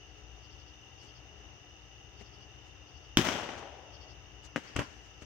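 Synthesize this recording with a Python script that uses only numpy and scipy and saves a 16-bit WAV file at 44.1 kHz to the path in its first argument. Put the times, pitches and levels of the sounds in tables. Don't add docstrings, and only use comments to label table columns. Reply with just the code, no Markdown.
import sys
import numpy as np
from scipy import signal
from scipy.fft import rfft, irfft, next_fast_len
from scipy.io import wavfile
from scipy.ndimage import map_coordinates

SR = 44100
rng = np.random.default_rng(int(sys.argv[2]) if len(sys.argv) > 2 else 0)


def master(y):
    cut = np.clip(np.atleast_2d(y).T, -1, 1)
    pcm = np.round(cut * 32767)
    wavfile.write(sys.argv[1], SR, pcm.astype(np.int16))


N = 231745
TIME = np.arange(N) / SR


def amp(db):
    return 10 ** (np.asarray(db) / 20)


def unit(x):
    return x / np.sqrt(np.mean(x ** 2) + 1e-20)


def along(points, hz):
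    knots, values = np.transpose(points)
    return np.interp(np.log(hz + 1), np.log(knots + 1), values)


def pan(db):
    return amp(np.array([[.5], [-.5]]) * db)


def wobble(rate):
    return map_coordinates(rng.standard_normal(int(N * rate / SR) + 4), [TIME * rate])


def dying(s, t60):
    return amp(-60 * np.maximum(TIME - s, 0) / t60) * (TIME > s)


def ring(s, hz, t60):
    return np.sin(2 * np.pi * hz * (TIME - s)) * dying(s, t60)


def filtered(x, response):
    size = next_fast_len(N + SR // 2)
    return irfft(rfft(x, size) * response(np.fft.rfftfreq(size, 1 / SR)), size)[..., :N]


def later(x, s):
    return filtered(x, lambda hz: np.exp(-2j * np.pi * hz * s))


def narrow(centre, width):
    noise = rng.standard_normal((2, N))
    return unit(filtered(noise, lambda hz: 1 / (1 + ((hz - centre) / width) ** 2)))


def struck(x, colour, size=4096):
    gain = amp(along(colour, np.fft.rfftfreq(size, 1 / SR)))
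    cepstrum = irfft(np.log(gain))
    cepstrum[1:size // 2] *= 2
    cepstrum[size // 2 + 1:] = 0
    impulse_response = irfft(np.exp(rfft(cepstrum)))
    return signal.fftconvolve(x, impulse_response[None], axes=1)[:, :N]


# frequency in Hz, correlation.
COHERENCE = [(60, 0.98), (180, 0.93), (550, 0.81), (1650, 0.38), (4970, 0.0081), (15000, 0.07)]
def diffuse(colour, grain_db=0):
    white = rng.standard_normal((2, N)) * amp(grain_db * wobble(900))
    angle = lambda hz: np.arccos(np.clip(along(COHERENCE, hz), -1, 1)) / 2
    mid, side = filtered(white, lambda hz: amp(along(colour, hz)) * [np.cos(angle(hz)), np.sin(angle(hz))])
    return unit(np.array([mid + side, mid - side]))


# frequency in Hz, relative level in dB.
AIR_SPECTRUM = [(15, -42.5), (25, -43), (37, -13.5), (59, 3), (124, -8.5), (145, -14.5), (267, -21),
                (299, -14.5), (384, -18.5), (414, -11.5), (447, -20.5), (763, -17.5), (1040, -21.5),
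                (2400, -23.5), (3120, -59), (5280, -120)]
HAZE_SPECTRUM = [(1800, -24), (2500, -15), (3200, 12), (3900, -22), (4400, -4), (4800, 5.5), (5900, 6.5),
                 (6700, -6.5), (7800, -15.5), (8800, -36.5), (12000, -24.5), (15000, -17.5)]
# frequency in Hz, relative level in dB.
HUM_PARTIALS = [(59.5, -66.5), (120, -66.5), (301, -71), (360, -75), (420, -78.5), (478, -76)]
# centre in Hz, half-width in Hz, relative level in dB.
FAN_RESONANCES = [(773, 30, -71), (1308, 67, -74), (1714, 55, -75.5), (1964, 40, -74.5)]
# frequency in Hz, left over right in dB.
BACKGROUND_BALANCE = [(60, 10), (110, 12), (200, 10.5), (380, 9.5), (700, 7), (1290, 4), (2380, -3.5),
                      (4400, 4.5), (8120, 14.5), (15000, 8)]
def evening(left_lead_s=.00009):
    air = amp(-57 + .89 * wobble(2.67)) * diffuse(AIR_SPECTRUM)
    wavering = lambda hz: amp(1.8 * wobble(5)) * np.sin(2 * np.pi * hz * TIME + .8 * wobble(6))
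    hum = sum(amp(db) * wavering(hz) for hz, db in HUM_PARTIALS)
    fan = sum(amp(db) * narrow(centre, width) for centre, width, db in FAN_RESONANCES)
    haze = amp(-67.5 + .3 * wobble(5.3)) * diffuse(HAZE_SPECTRUM)
    left, right = filtered(air + hum + fan + haze, lambda hz: pan(along(BACKGROUND_BALANCE, hz)))
    return np.array([left, later(right, left_lead_s)])


# centre in Hz, half-width in Hz, level in dB, pulses per second,
# pulse depth from 0 to 1, left over right in dB.
CRICKET_TRILLS = [(2905, 89, -62.5, 63, 0.28, 5), (2747, 114, -63, 55, 0, 0), (3608, 82, -77.5, 11, 0, 17),
                  (4120, 170, -84, 49, 0.5, 15.5), (6096, 147, -67.5, 85, 0.25, 1.5)]
def crickets():
    out = np.zeros((2, N))
    for centre, width, db, rate, depth, left_db in CRICKET_TRILLS:
        cycles = np.cumsum(rate * (1 + .004 * wobble(3))) / SR
        strokes = 1 + depth * np.cos(2 * np.pi * cycles)
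        swell = amp(.6 * wobble(4))
        out += amp(db) * swell * unit(narrow(centre, width) * strokes) * pan(left_db)
    return out


# centre in Hz, half-width in Hz, level in dB, chirps per second.
HIGH_CHIRPS = [(9840, 81, -102.5, 5.6), (9440, 50, -105, 2.7)]
def chirpers():
    gate = lambda rate: np.maximum(np.sin(2 * np.pi * rate * TIME + .5 * wobble(2.1)), 0)
    notes = sum(amp(db) * unit(narrow(hz, width) * gate(rate)) for hz, width, db, rate in HIGH_CHIRPS)
    return notes * pan(db=9)


# start in seconds, number of rasps, level in dB.
KATYDID_PHRASES = [(.02, 3, -74), (0.449, 4, -64), (1.01, 3, -62.5), (2.19, 4, -64), (2.89, 3, -66.5),
                   (3.95, 3, -60), (4.688, 3, -59.5)]
# frequency in Hz, relative level in dB.
RASP_SPECTRUM = [(2600, -25), (3250, 5.5), (3950, -28), (4300, -2.5), (4600, 3.5), (4950, 2.5), (5400, 3),
                 (6200, -6.5), (7500, -46), (10000, -37), (15000, -38)]
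def katydid(spacing_s=.079, sigma_s=.018):
    rasps = [(s + k * spacing_s, db) for s, count, db in KATYDID_PHRASES for k in range(count)]
    envelope = sum(amp(db) * np.exp(-.5 * ((TIME - s) / sigma_s) ** 2) for s, db in rasps)
    return diffuse(RASP_SPECTRUM) * envelope * pan(db=10.5)


# peak time in seconds, level in dB, Gaussian width in seconds, relative body in dB.
RUSTLE_STROKES = [(.19, -75, .015, -8), (1.044, -66, .025, 3.5), (2.214, -64, .0105, 10),
                  (2.677, -70.5, .018, 4), (3.589, -57, .0095, -6), (4.455, -56.5, 0.012, -15),
                  (5.06, -69, .015, 1), (5.226, -59.5, 0.0093, 1.5)]
# frequency in Hz, relative level in dB.
BRUSH_SPECTRUM = [(1500, 0), (3500, -3.5), (6500, 3), (8000, -10.5), (10000, -18.5), (15000, -30)]
def rustles():
    brush = diffuse(BRUSH_SPECTRUM)
    body_spectrum = [(60, -17), (200, 3), (450, 5.5), (1000, -13), (2300, -6), (4000, -24), (9000, -52)]
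    body = diffuse(body_spectrum, grain_db=4)
    strokes = sum(amp(db) * np.exp(-.5 * ((TIME - s) / sigma) ** 2) * (brush + amp(body_db) * body)
                  for s, db, sigma, body_db in RUSTLE_STROKES)
    return strokes * pan(db=11.5)


def burst(s, click_db, scatter_db, life_s, cutoff_hz=16000, size=4410):
    t = np.arange(size) / SR
    spray = (1.3 * rng.standard_normal(size) + rng.standard_normal((2, size))) * np.exp(-t / life_s)
    spray *= amp(scatter_db) / np.linalg.norm(spray, axis=1, keepdims=True)
    spray = signal.lfilter(*signal.butter(1, 300, "high", fs=SR), spray)
    spray[:, 0] += amp(click_db)
    out = np.zeros((2, N + SR))
    out[:, round(s * SR):][:, :size] = signal.lfilter(*signal.butter(2, cutoff_hz, fs=SR), spray)
    return out[:, :N]


BANG_S = 3.1722
# frequency in Hz, gain in dB.
SHOCK_SPECTRUM = [(25, -27), (70, -10), (150, -10), (260, -2), (350, 0), (470, -31), (900, -32),
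                  (1400, -17), (2300, -25), (3200, -12), (4100, -24.5), (6200, -25), (9500, -42),
                  (15000, -50)]
SCATTER_SPECTRUM = [(30, -34), (90, 6), (280, 0), (450, -2.5), (720, -2.5), (1000, -3.5), (1500, -3),
                    (2300, -5.5), (3100, -2), (4100, -13), (6000, -7.5), (8000, -19), (10000, -26),
                    (12000, -30), (14000, -23.5), (16000, -25)]
# frequency in Hz, level in dB, T60 in seconds.
SNAP_MODES = [(3280, -5.5, 0.0043), (5730, -13, 0.0032), (1260, -19, 0.0041)]
# arrival in seconds, then relative levels of front, spray and boom in dB.
REFLECTIONS = [(3.1854, 12, -8, -25), (3.1886, 16, 2, -26), (3.1940, 11, -15, -14.5), (3.2060, 8, -8, -25),
               (3.2141, 12, -5, -30), (3.2690, 4, -6, -31), (3.2869, 5, 4.5, -26.5),
               (3.4607, -10, -11, -41), (3.4904, 0, -3.5, -41)]
def bang(boom_t60=.018, smear_s=.0035, cutoff_halving_s=.052):
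    front = burst(BANG_S, click_db=25, scatter_db=13, life_s=.0013)
    boom = amp(-19.5) * ring(BANG_S - .0005, hz=250, t60=boom_t60)
    snap = sum(amp(db) * ring(BANG_S, hz, t60) for hz, db, t60 in SNAP_MODES)
    fronts, sprays, booms = np.zeros((3, 2, N))
    for s, front_db, scatter_db, boom_db in REFLECTIONS:
        cutoff_hz = 19000 / (1 + (s - BANG_S) / cutoff_halving_s)
        fronts += burst(s, front_db, -np.inf, smear_s, cutoff_hz)
        sprays += burst(s, -np.inf, scatter_db, smear_s, cutoff_hz)
        booms += amp(boom_db) * ring(s, hz=230, t60=boom_t60)
    rumble = amp(-26) * ring(REFLECTIONS[0][0], hz=108, t60=.064)
    echoes = struck(fronts, SHOCK_SPECTRUM) + struck(sprays, SCATTER_SPECTRUM) + booms + rumble
    left, right = struck(front, SHOCK_SPECTRUM) + snap + boom + echoes * pan(db=6.5)
    return np.array([left, np.roll(right, -3)])


# frequency in Hz, T60 in seconds.
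GARDEN_T60 = [(100, 0.3), (300, 1.5), (500, 1.78), (720, 2.14), (1100, 1.34), (3000, 1.14), (6000, 0.91),
              (12000, 0.62)]
def woods(s, noise, tree_delay_s=.072, tree_rise_s=.004, shrub_fall_db_per_s=95):
    hz, t, spectra = signal.stft(noise, SR, nperseg=256)
    fade = amp(-60 * np.maximum(t - s, 0) / along(GARDEN_T60, hz)[:, None])
    tail = signal.istft(spectra * fade, SR, nperseg=256)[1][:, :N]
    age = np.maximum(TIME - s, 0)
    shrubs = amp(.5 - shrub_fall_db_per_s * age)
    trees = .5 + .5 * np.tanh((age - tree_delay_s) / tree_rise_s)
    return tail * np.hypot(shrubs, trees) * (TIME > s)


def tree_echo():
    lumps = amp(.6 * wobble(110))
    return amp(-27.5) * lumps * woods(BANG_S, diffuse(SCATTER_SPECTRUM, grain_db=1.5)) * pan(db=7.5)


# start in seconds, click in dB, crackle in dB, crackle cutoff in Hz,
# thump in dB, thump frequency in Hz, tree echo in dB; levels are relative.
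DRY_POPS = [(4.5608, 11, 1, 7000, -34, 290, -44), (4.5682, 5, -12, 2400, -33, 280, -52),
            (4.7610, -1, 8.5, 11000, -27, 95, -50), (4.7888, -1, 9.5, 3800, -21, 140, -52),
            (4.8167, -1, -2, 1700, -44, 300, -62), (5.2205, -17, -14, 5000, -44, 80, -66)]
# frequency in Hz, gain in dB.
POP_SPECTRUM = [(40, -39), (150, 2), (330, -3), (560, -4.5), (900, -13.5), (1300, -7.5), (1900, -6),
                (2400, -13.5), (2900, -9.5), (3900, -28), (5500, -17), (7500, -18.5), (10000, -27.5),
                (15000, -39)]
SIZZLE_SPECTRUM = [(80, -10), (170, 5), (320, 11), (480, 3), (900, 6), (1700, -3), (2900, 5.5), (4000, -9),
                   (6500, -7.5), (10000, -24), (15000, -30)]
POP_ECHO_SPECTRUM = [(60, -10), (200, 10), (600, -0.5), (1000, -2.5), (1800, 5.5), (2800, -1), (4000, -7),
                     (6500, -5.5), (10000, -27), (15000, -25)]
# frequency in Hz, level in dB, T60 in seconds.
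HOLLOW_MODES = [(1046, -37.5, 0.15), (1370, -44, 0.2), (1630, -38, 0.13)]
def pops(crackle_lag_s=.0028, thump_cycles=3.6, wall_delay_s=.017, wall_cutoff_hz=700, hollow_s=4.8):
    sharp, low, sizzle, wash = np.zeros((4, 2, N))
    for s, click_db, crackle_db, cutoff_hz, thump_db, thump_hz, echo_db in DRY_POPS:
        crackle_s = s + crackle_lag_s
        sharp += pan(db=7.5) * burst(s, click_db, click_db - 6, life_s=.00069, cutoff_hz=2760)
        sharp += burst(crackle_s, -np.inf, crackle_db, life_s=.0024, cutoff_hz=cutoff_hz)
        low += amp(thump_db) * ring(s, thump_hz, t60=thump_cycles / thump_hz)
        low += amp(crackle_db - 33.5) * ring(crackle_s, hz=283, t60=.021)
        sizzle = np.hypot(sizzle, amp(crackle_db - 42) * dying(crackle_s, t60=.13))
        wash += amp(echo_db) * woods(s, rng.standard_normal((2, N)))
    direct = struck(sharp, POP_SPECTRUM) + low * pan(db=10)
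    wall = amp(-9.5) * filtered(later(direct, wall_delay_s), lambda hz: 1 / (1 + 1j * hz / wall_cutoff_hz))
    trees = filtered(wash, lambda hz: amp(along(POP_ECHO_SPECTRUM, hz)))
    hollow = sum(amp(db) * dying(hollow_s, t60) * narrow(hz, width=40) for hz, db, t60 in HOLLOW_MODES)
    return direct + sizzle * diffuse(SIZZLE_SPECTRUM) + hollow + pan(db=7) * (wall + trees)


def sparks(start_s=4.765):
    return amp(-63.5) * dying(start_s, t60=1.7) * diffuse(BRUSH_SPECTRUM, grain_db=2.5) * pan(db=11)


def scene():
    events = bang() + tree_echo() + pops() + sparks()
    return events + rustles() + crickets() + chirpers() + katydid() + evening()


def record(dry, ceiling=.98, low_hz=46, top_hz=15850):
    limited = dry / (1 + np.abs(dry / ceiling) ** 6) ** (1 / 6)
    low_pass = lambda hz: .5 - .5 * np.tanh((hz - top_hz) / 120)
    high_pass = lambda hz: 1 / np.sqrt(1 + (low_hz / (hz + 1)) ** 6)
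    return filtered(limited, lambda hz: low_pass(hz) * high_pass(hz))


dry = scene()
out = record(dry)
master(out)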